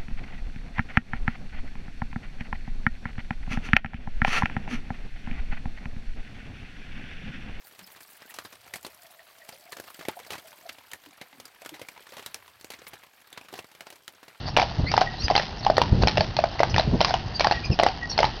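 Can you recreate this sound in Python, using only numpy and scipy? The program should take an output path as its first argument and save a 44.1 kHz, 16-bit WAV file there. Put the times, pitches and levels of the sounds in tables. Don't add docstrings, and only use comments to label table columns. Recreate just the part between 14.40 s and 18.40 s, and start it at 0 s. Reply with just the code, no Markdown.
import sys
import numpy as np
from scipy import signal
from scipy.fft import rfft, irfft, next_fast_len
from scipy.io import wavfile

SR = 44100
rng = np.random.default_rng(int(sys.argv[2]) if len(sys.argv) > 2 else 0)


def unload_audio(sound):
    columns = np.transpose(np.atleast_2d(sound))
    steps = np.round(np.clip(columns, -1, 1) * 32767)
    wavfile.write(sys.argv[1], SR, steps.astype(np.int16))


N = 176400


def undb(db):
    return 10 ** (np.asarray(db) / 20)


def unit(x):
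    return x / np.sqrt(np.mean(x ** 2))


def at_level(x, db):
    return x * undb(db) / np.sqrt(np.mean(x[:int(.008 * SR)] ** 2))


def add(out, start_s, x):
    i = max(int(start_s * SR), 0)
    out[i:i + len(x)] += x[:max(len(out) - i, 0)]


def colour(x, points):
    size = 2 * next_fast_len(len(x))
    hz, db = np.array(points).T
    bin_hz = np.maximum(np.arange(size // 2 + 1) * SR / size, 1)
    gain = undb(np.interp(np.log(bin_hz), np.log(hz), db))
    cepstrum = irfft(np.log(gain))
    cepstrum[1:size // 2] *= 2
    cepstrum[size // 2 + 1:] = 0
    return irfft(rfft(x, size) * np.exp(rfft(cepstrum)))[:len(x)]


def noise(points):
    return unit(colour(rng.standard_normal(N), points))


def wander(rate_hz, size=N):
    position = np.arange(size) * rate_hz / SR
    knots = rng.standard_normal(size // 20 + 2)
    return np.sqrt(1.5) * np.interp(position, np.arange(len(knots)), knots)


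def glide(length_s, pitches_hz, db, roughness, flutter_db):
    progress = np.linspace(0, 1, int(length_s * SR))
    waver = wander(900, SR)[:len(progress)]
    flutter = wander(180, SR)[:len(progress)]
    hz = np.interp(progress, np.linspace(0, 1, len(pitches_hz)), pitches_hz) * (1 + roughness * waver)
    tone = undb(flutter_db * flutter) * np.sin(2 * np.pi * np.cumsum(hz) / SR)
    return undb(db) * np.sin(np.pi * progress) * unit(tone)


# f/Hz, level/dB
WHEEL_SPECTRUM = [(15, -30.5), (25, 3.5), (124, -3.5), (308, -10), (552, -16), (801, -12), (1190, -17),
                  (1690, -18.5), (1890, -16.5), (2280, -27.5), (2750, -16), (3720, -21.5), (4480, -19.5),
                  (5270, -23), (6500, -29.5), (8450, -63.5), (14300, -120)]


def wheels(level_db=-37, waver_db=1.5):
    spectrum = rfft(noise(WHEEL_SPECTRUM))
    bin_hz = np.arange(len(spectrum)) * SR / N
    octave = np.log2(np.clip(bin_hz, 32, 8192) / 32)
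    bands = (irfft(spectrum * np.maximum(1 - abs(octave - k), 0), N) for k in range(9))
    return undb(level_db) * sum(band * undb(waver_db * wander(25)) for band in bands)


# t/s, level/dB
GUSTS = [(0, -35), (0.372, -37), (0.402, -23), (.425, -35), (.5, -31), (.62, -34), (.78, -43), (.85, -33.5),
         (.9, -35.5), (1.1, -42.5), (1.5, -28.5), (1.595, -23), (1.639, -20), (1.7, -35), (1.8, -27),
         (1.851, -31), (2.151, -42), (2.361, -25.5), (2.429, -34), (2.485, -22.5), (2.515, -29.5),
         (2.535, -20.5), (2.63, -35), (2.9, -35.5), (3.3, -37), (3.35, -43), (3.75, -41), (3.87, -28),
         (3.92, -44.5)]
# f/Hz, level/dB
RUMBLE_SPECTRUM = [(20, -16), (45, -2), (75, -3), (120, -1), (180, -8.5), (300, -26), (700, -42.5)]
# f/Hz, level/dB
TURBULENCE_SPECTRUM = [(80, -13.5), (180, 2), (350, -5), (600, -11.5), (1200, -30.5), (3000, -57.5)]
# t/s, peak level/dB, f/Hz
WIND_THUMPS = [(0.3929, -11.5, 112), (0.4369, -13.5, 89), (.848, -19, 56.4), (1.526, -7.5, 74),
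               (1.554, -15, 82), (1.657, -17.5, 99.5), (2.544, -17, 90), (3.303, -9.5, 95),
               (3.318, -15.5, 133)]


def wind(strong_db=-22.5, brightening=1.53, flutter_db=2, puff_db=-17.5, puff_decay_s=.016):
    gust_db = np.interp(np.arange(N) / SR, *np.array(GUSTS).T)
    rumble = noise(RUMBLE_SPECTRUM) * undb(gust_db)
    turbulence = undb(strong_db - 4.5 + brightening * (gust_db - strong_db))
    t = np.arange(SR // 10) / SR
    for time_s, peak_db, hz in WIND_THUMPS:
        phase_sq = (np.pi * hz * (t - t.mean())) ** 2
        dip = (2 * phase_sq - 1) * np.exp(-phase_sq)
        add(rumble, time_s - t.mean(), undb(peak_db) * dip)
        add(turbulence, time_s, undb(peak_db + puff_db) * np.exp(-t / puff_decay_s))
    return rumble + noise(TURBULENCE_SPECTRUM) * turbulence * undb(flutter_db * wander(90))


# t/s, length/s, level/dB
BIRD_NOTES = [(0.653, 0.052, -32), (0.707, .05, -42.5), (3.129, .07, -31.5), (3.61, 0.056, -30)]


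def bird(pitch_hz=1932, sag_hz=45):
    out = np.zeros(N)
    for start_s, length_s, db in BIRD_NOTES:
        add(out, start_s, glide(length_s, [pitch_hz, pitch_hz - sag_hz], db, roughness=.004, flutter_db=4))
    return out


# f/Hz, level/dB
TICK_SCUFF_SPECTRUM = [(300, -25), (750, 14), (1300, -4), (2000, -1.5), (3000, -14), (4500, 2),
                       (6500, -7.5)]


def rattle(level_db=-42, ticks_per_s=110, decay_s=.00074):
    onsets = rng.random(N) < ticks_per_s / SR
    strength_db = np.minimum(rng.exponential(size=N), 3)
    envelope = signal.lfilter([1], [1, -np.exp(-1 / (decay_s * SR))], onsets * undb(strength_db))
    return undb(level_db) * unit(colour(envelope * rng.standard_normal(N), TICK_SCUFF_SPECTRUM))


# t/s, length/s, start f/Hz, middle f/Hz, end f/Hz, level/dB
HARNESS_SQUEAKS = [(0.052, 0.04, 4200, 4740, 4760, -41), (0.064, 0.064, 5200, 5340, 5540, -41.5),
                   (0.458, 0.063, 1924, 2190, 2350, -32), (0.451, 0.063, 3900, 4450, 4800, -32.5),
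                   (.772, 0.11, 3730, 4600, 4900, -35.5), (.828, 0.041, 4850, 5000, 4800, -27),
                   (0.793, 0.041, 5400, 5540, 5520, -36.5), (0.826, .045, 6150, 6130, 6030, -32),
                   (0.819, 0.038, 2640, 2750, 2780, -39), (1.178, 0.031, 5570, 5520, 5500, -38),
                   (1.228, 0.026, 4320, 4400, 4530, -35), (2.293, 0.035, 5120, 5190, 4940, -35),
                   (2.294, 0.028, 5900, 5950, 5830, -36), (2.938, 0.05, 4670, 4650, 4580, -32),
                   (2.946, 0.031, 6300, 6350, 6500, -39), (3.223, 0.053, 2480, 2410, 2450, -36),
                   (3.234, 0.041, 4670, 5000, 4880, -33.5), (3.239, 0.036, 6300, 6200, 6150, -41),
                   (3.309, 0.033, 2770, 2720, 2390, -36), (3.31, 0.039, 5400, 5160, 4940, -31),
                   (3.69, 0.035, 5570, 5460, 5540, -26.5), (3.694, 0.062, 4650, 4370, 4300, -32)]


def harness(rasp_db=-5):
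    out = np.zeros(N)
    for start_s, length_s, *pitches_hz, db in HARNESS_SQUEAKS:
        add(out, start_s, glide(length_s, pitches_hz, db, roughness=.009, flutter_db=5))
        add(out, start_s, glide(length_s, pitches_hz, db + rasp_db, roughness=.09, flutter_db=5))
    return out


# t/s, length/s, level/dB
HOOF_SCUFFS = [(0.071, 0.026, -27), (1, 0.048, -35), (1.612, 0.027, -22), (2.665, .05, -24),
               (3.484, 0.028, -36)]


def scuffs(flutter_db=4.2):
    envelope = np.zeros(N)
    for start_s, length_s, db in HOOF_SCUFFS:
        add(envelope, start_s, undb(db) * np.sin(np.linspace(0, np.pi, int(length_s * SR))))
    return envelope * unit(noise(TICK_SCUFF_SPECTRUM) * undb(flutter_db * wander(360)))


# f/Hz, level/dB
GRIT_SPECTRUM = [(300, 3.5), (700, 0), (1300, 4), (2000, 4), (3400, 5.5), (4300, 4.5), (5500, 5),
                 (7000, -16.5)]


def grit(iron, gain_db=-8, smoothing_s=.026, grains_per_s=1500, spread_db=5):
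    pole = np.exp(-1 / (smoothing_s * SR))
    pressure = np.sqrt(signal.lfilter([1 - pole], [1, -pole], iron ** 2))
    grains = (rng.random(N) < grains_per_s / SR) * rng.choice([-1, 1], N)
    strength_db = spread_db * np.minimum(rng.exponential(size=N), 4)
    return undb(gain_db) * pressure * unit(colour(grains * undb(strength_db), GRIT_SPECTRUM))


# f/Hz, level/dB
CRACK_SPECTRUM = [(500, -16), (1000, -1), (1400, 3), (1900, 3), (2800, 2), (3500, -0.5), (4300, 1),
                  (5500, 3.5), (7000, -9.5)]


def contact_spectrum(ring_hz, spread_db=3, fall_db_per_octave=.5):
    hz, db = np.array(CRACK_SPECTRUM).T
    grid_hz = np.geomspace(hz[0], hz[-1], 18)
    grid_db = np.interp(np.log(grid_hz), np.log(hz), db) + spread_db * rng.standard_normal(len(grid_hz))
    grid_db -= fall_db_per_octave * abs(np.log2(grid_hz / ring_hz))
    return np.column_stack([grid_hz, grid_db])


def shoe_crack(t, db, ring_hz, burst_s=.0015, scrape_s=.012, ring_t60_s=.024):
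    rise = 1 - np.exp(-t / (.1 * burst_s))
    decay = np.exp(-t / burst_s) + undb(-17) * np.exp(-t / scrape_s)
    burst = rng.standard_normal(len(t)) * decay * rise
    burst[0] += 2
    burst = colour(burst, contact_spectrum(ring_hz))
    phase = 2 * np.pi * ring_hz * t
    ring = np.sin(phase) + undb(-9.5) * np.sin(1.08 * phase + 2 * np.pi * rng.random())
    ring *= np.exp(-np.log(1000) * t / ring_t60_s)
    return at_level(burst, db) + at_level(ring, db - 3.5)


def clop(t, hz, ring_s, sag=.14, wobble=.09, upper_ratio=1.36, upper_db=-11):
    softness = ring_s / .005
    swell = 1 - np.exp(-(t / (.15 * ring_s * softness)) ** 2.93)
    decay = np.exp(-t / (.65 * ring_s))
    pitch_hz = hz * (1 + sag * (np.exp(-t / ring_s) - .5) + wobble * wander(500, len(t)))
    phase = 2 * np.pi * np.cumsum(pitch_hz) / SR
    return swell * decay * (np.sin(phase) + undb(upper_db) * np.sin(upper_ratio * phase))


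# t/s, relative clop level/dB, clop f/Hz, ring time scale/s, crack level/dB, shoe f/Hz
HOOF_LANDINGS = [(0.1722, -14.5, 646, .0029, -22, 2400), (0.1952, -17.5, 752, 0.0077, -21, 2300),
                 (0.2242, -19.5, 625, 0.0092, -29, 2860), (0.5376, -17, 790, 0.0078, -27.5, 2780),
                 (0.5776, -12, 805, 0.0036, -23.5, 2000), (0.6141, -13, 790, 0.0049, -23.5, 1550),
                 (0.8985, -16.5, 778, 0.011, -31, 4660), (0.9957, -26.5, 650, .0066, -24, 1930),
                 (1.264, -13.5, 778, 0.0065, -26, 2910), (1.2993, -12, 700, 0.0052, -28.5, 1530),
                 (1.3807, -12.5, 715, 0.0031, -22.5, 1830), (1.6353, -18, 580, 0.00077, -28.5, 1550),
                 (1.7701, -20.5, 642, 0.0093, -21, 2690), (1.8053, -16.5, 703, 0.0093, -21, 4500),
                 (1.9884, -15, 691, 0.0057, -28.5, 2540), (2.0384, -14, 743, .0057, -27.5, 1530),
                 (2.2029, -13.5, 702, 0.0046, -25.5, 2090), (2.232, -13.5, 804, 0.0028, -22.5, 1490),
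                 (2.3948, -17, 659, 0.0064, -23, 4030), (2.6123, -15, 680, .0039, -20, 3120),
                 (2.705, -22.5, 690, 0.0093, -28, 1510), (2.7381, -17, 720, 0.0091, -22, 2890),
                 (3.007, -18, 665, 0.0035, -19, 2330), (3.0415, -20, 754, 0.014, -19.5, 1880),
                 (3.0701, -17, 670, .0025, -24, 4680), (3.121, -20, 715, 0.0053, -25, 2780),
                 (3.397, -13, 673, 0.005, -23, 2900), (3.4336, -15.5, 576, 0.0029, -21.5, 2000),
                 (3.464, -13, 720, 0.0043, -23.5, 1700), (3.788, -16.5, 736, 0.0058, -20.5, 2140),
                 (3.802, -18.5, 650, 0.0065, -25.5, 4910), (3.8293, -14.5, 895, 0.0051, -23, 2960)]
# t/s, relative knock level/dB, crack level/dB, shoe f/Hz
SHOE_TOUCHES = [(.1657, -24.5, -17.5, 2870), (.186, -20.5, -39, 1900), (.1922, -26, -37, 2150),
                (.2174, -25.5, -23, 4640), (0.5158, -31, -24.5, 4710), (0.5663, -36, -25, 5350),
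                (0.6101, -28, -26, 4420), (0.8821, -34, -26.5, 1760), (.9105, -23, -26, 1960),
                (.9205, -29, -41, 2000), (0.9529, -22.5, -20.5, 2080), (0.9628, -21.5, -16.5, 4100),
                (0.978, -21.5, -21, 4190), (1.248, -37, -29, 4200), (1.368, -30.5, -23.5, 4360),
                (1.4165, -17.5, -21.5, 2830), (1.6727, -21, -18, 5270), (1.6822, -25, -20, 4200),
                (1.7799, -20, -23, 2730), (1.9666, -29, -23.5, 4330), (2.1932, -38.5, -27, 2040),
                (2.343, -31, -26, 2860), (2.3622, -29.5, -22.5, 1810), (2.3812, -19.5, -22.5, 3630),
                (2.6061, -21, -22, 4220), (2.6471, -22, -18.5, 4960), (2.996, -28.5, -22.5, 4140),
                (3.1115, -19, -22, 4310), (3.3897, -23.5, -24, 3000), (3.4282, -24, -31.5, 2160),
                (3.4862, -38, -30, 4650), (3.7782, -27, -21, 5040), (3.825, -35, -34, 2780),
                (3.8428, -19.5, -26, 3110), (3.8513, -40, -25, 4100)]


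def hooves(clop_gain_db=1, knock_gain_db=3.5, knock_hz=828, knock_decay_s=.0032):
    t = np.arange(SR // 10) / SR
    hollow, iron = np.zeros(N), np.zeros(N)
    for start_s, clop_db, hz, ring_s, crack_db, shoe_hz in HOOF_LANDINGS:
        add(hollow, start_s, at_level(clop(t, hz, ring_s), clop_db + clop_gain_db))
        add(iron, start_s + .23 * ring_s, shoe_crack(t, crack_db, shoe_hz))
    for start_s, knock_db, crack_db, shoe_hz in SHOE_TOUCHES:
        hz = knock_hz * np.exp(.12 * rng.standard_normal())
        knock = np.exp(-t / knock_decay_s) * np.sin(2 * np.pi * hz * t)
        add(hollow, start_s, at_level(knock, knock_db + knock_gain_db))
        add(iron, start_s, shoe_crack(t, crack_db, shoe_hz))
    return hollow + iron + grit(iron)


# f/Hz, gain/dB
ECHO_RESPONSE = [(100, -17.5), (400, 2), (750, 0), (1300, -0.5), (3000, -6), (5000, -1.5), (7000, -4)]


def lane_echoes(x, delay_s=.0064, renew_s=.1):
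    t = np.arange(SR // 2) / SR
    echo_power = 0
    for db, t60_s in ((-12.5, .2), (-19, .25)):
        decay = np.exp(-2 * np.log(1000) * t / t60_s) * (t > delay_s)
        echo_power += undb(db) ** 2 * decay / decay.sum()
    wet, hop = np.zeros(N), int(renew_s * SR)
    for i in range(0, N - hop, hop):
        piece = x[i:i + 2 * hop]
        window = np.sin(np.linspace(0, np.pi, len(piece)))
        impulse_response = rng.standard_normal(len(t)) * np.sqrt(echo_power)
        add(wet, i / SR, signal.fftconvolve(piece * window, impulse_response))
    return x + colour(wet, ECHO_RESPONSE)


def scene():
    direct = hooves() + scuffs() + harness() + rattle() + bird()
    return (lane_echoes(direct) + wheels() + wind())[None]


# f/Hz, gain/dB
MIC_RESPONSE = [(20, 1), (4800, -1), (5600, -5.5), (6300, -10), (7000, -25.5)]


def record(dry, mic_top_hz=6800, clip_level=.69, output_top_hz=16000):
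    mic_lowpass = signal.ellip(8, .2, 70, mic_top_hz, fs=SR, output="sos")
    output_lowpass = signal.ellip(8, .2, 70, output_top_hz, fs=SR, output="sos")
    dull = signal.sosfilt(mic_lowpass, colour(dry[0], MIC_RESPONSE))
    clipped = np.clip(dull, -clip_level, clip_level)
    return signal.sosfilt(output_lowpass, clipped)[None]


dry = scene()
out = record(dry)
unload_audio(out)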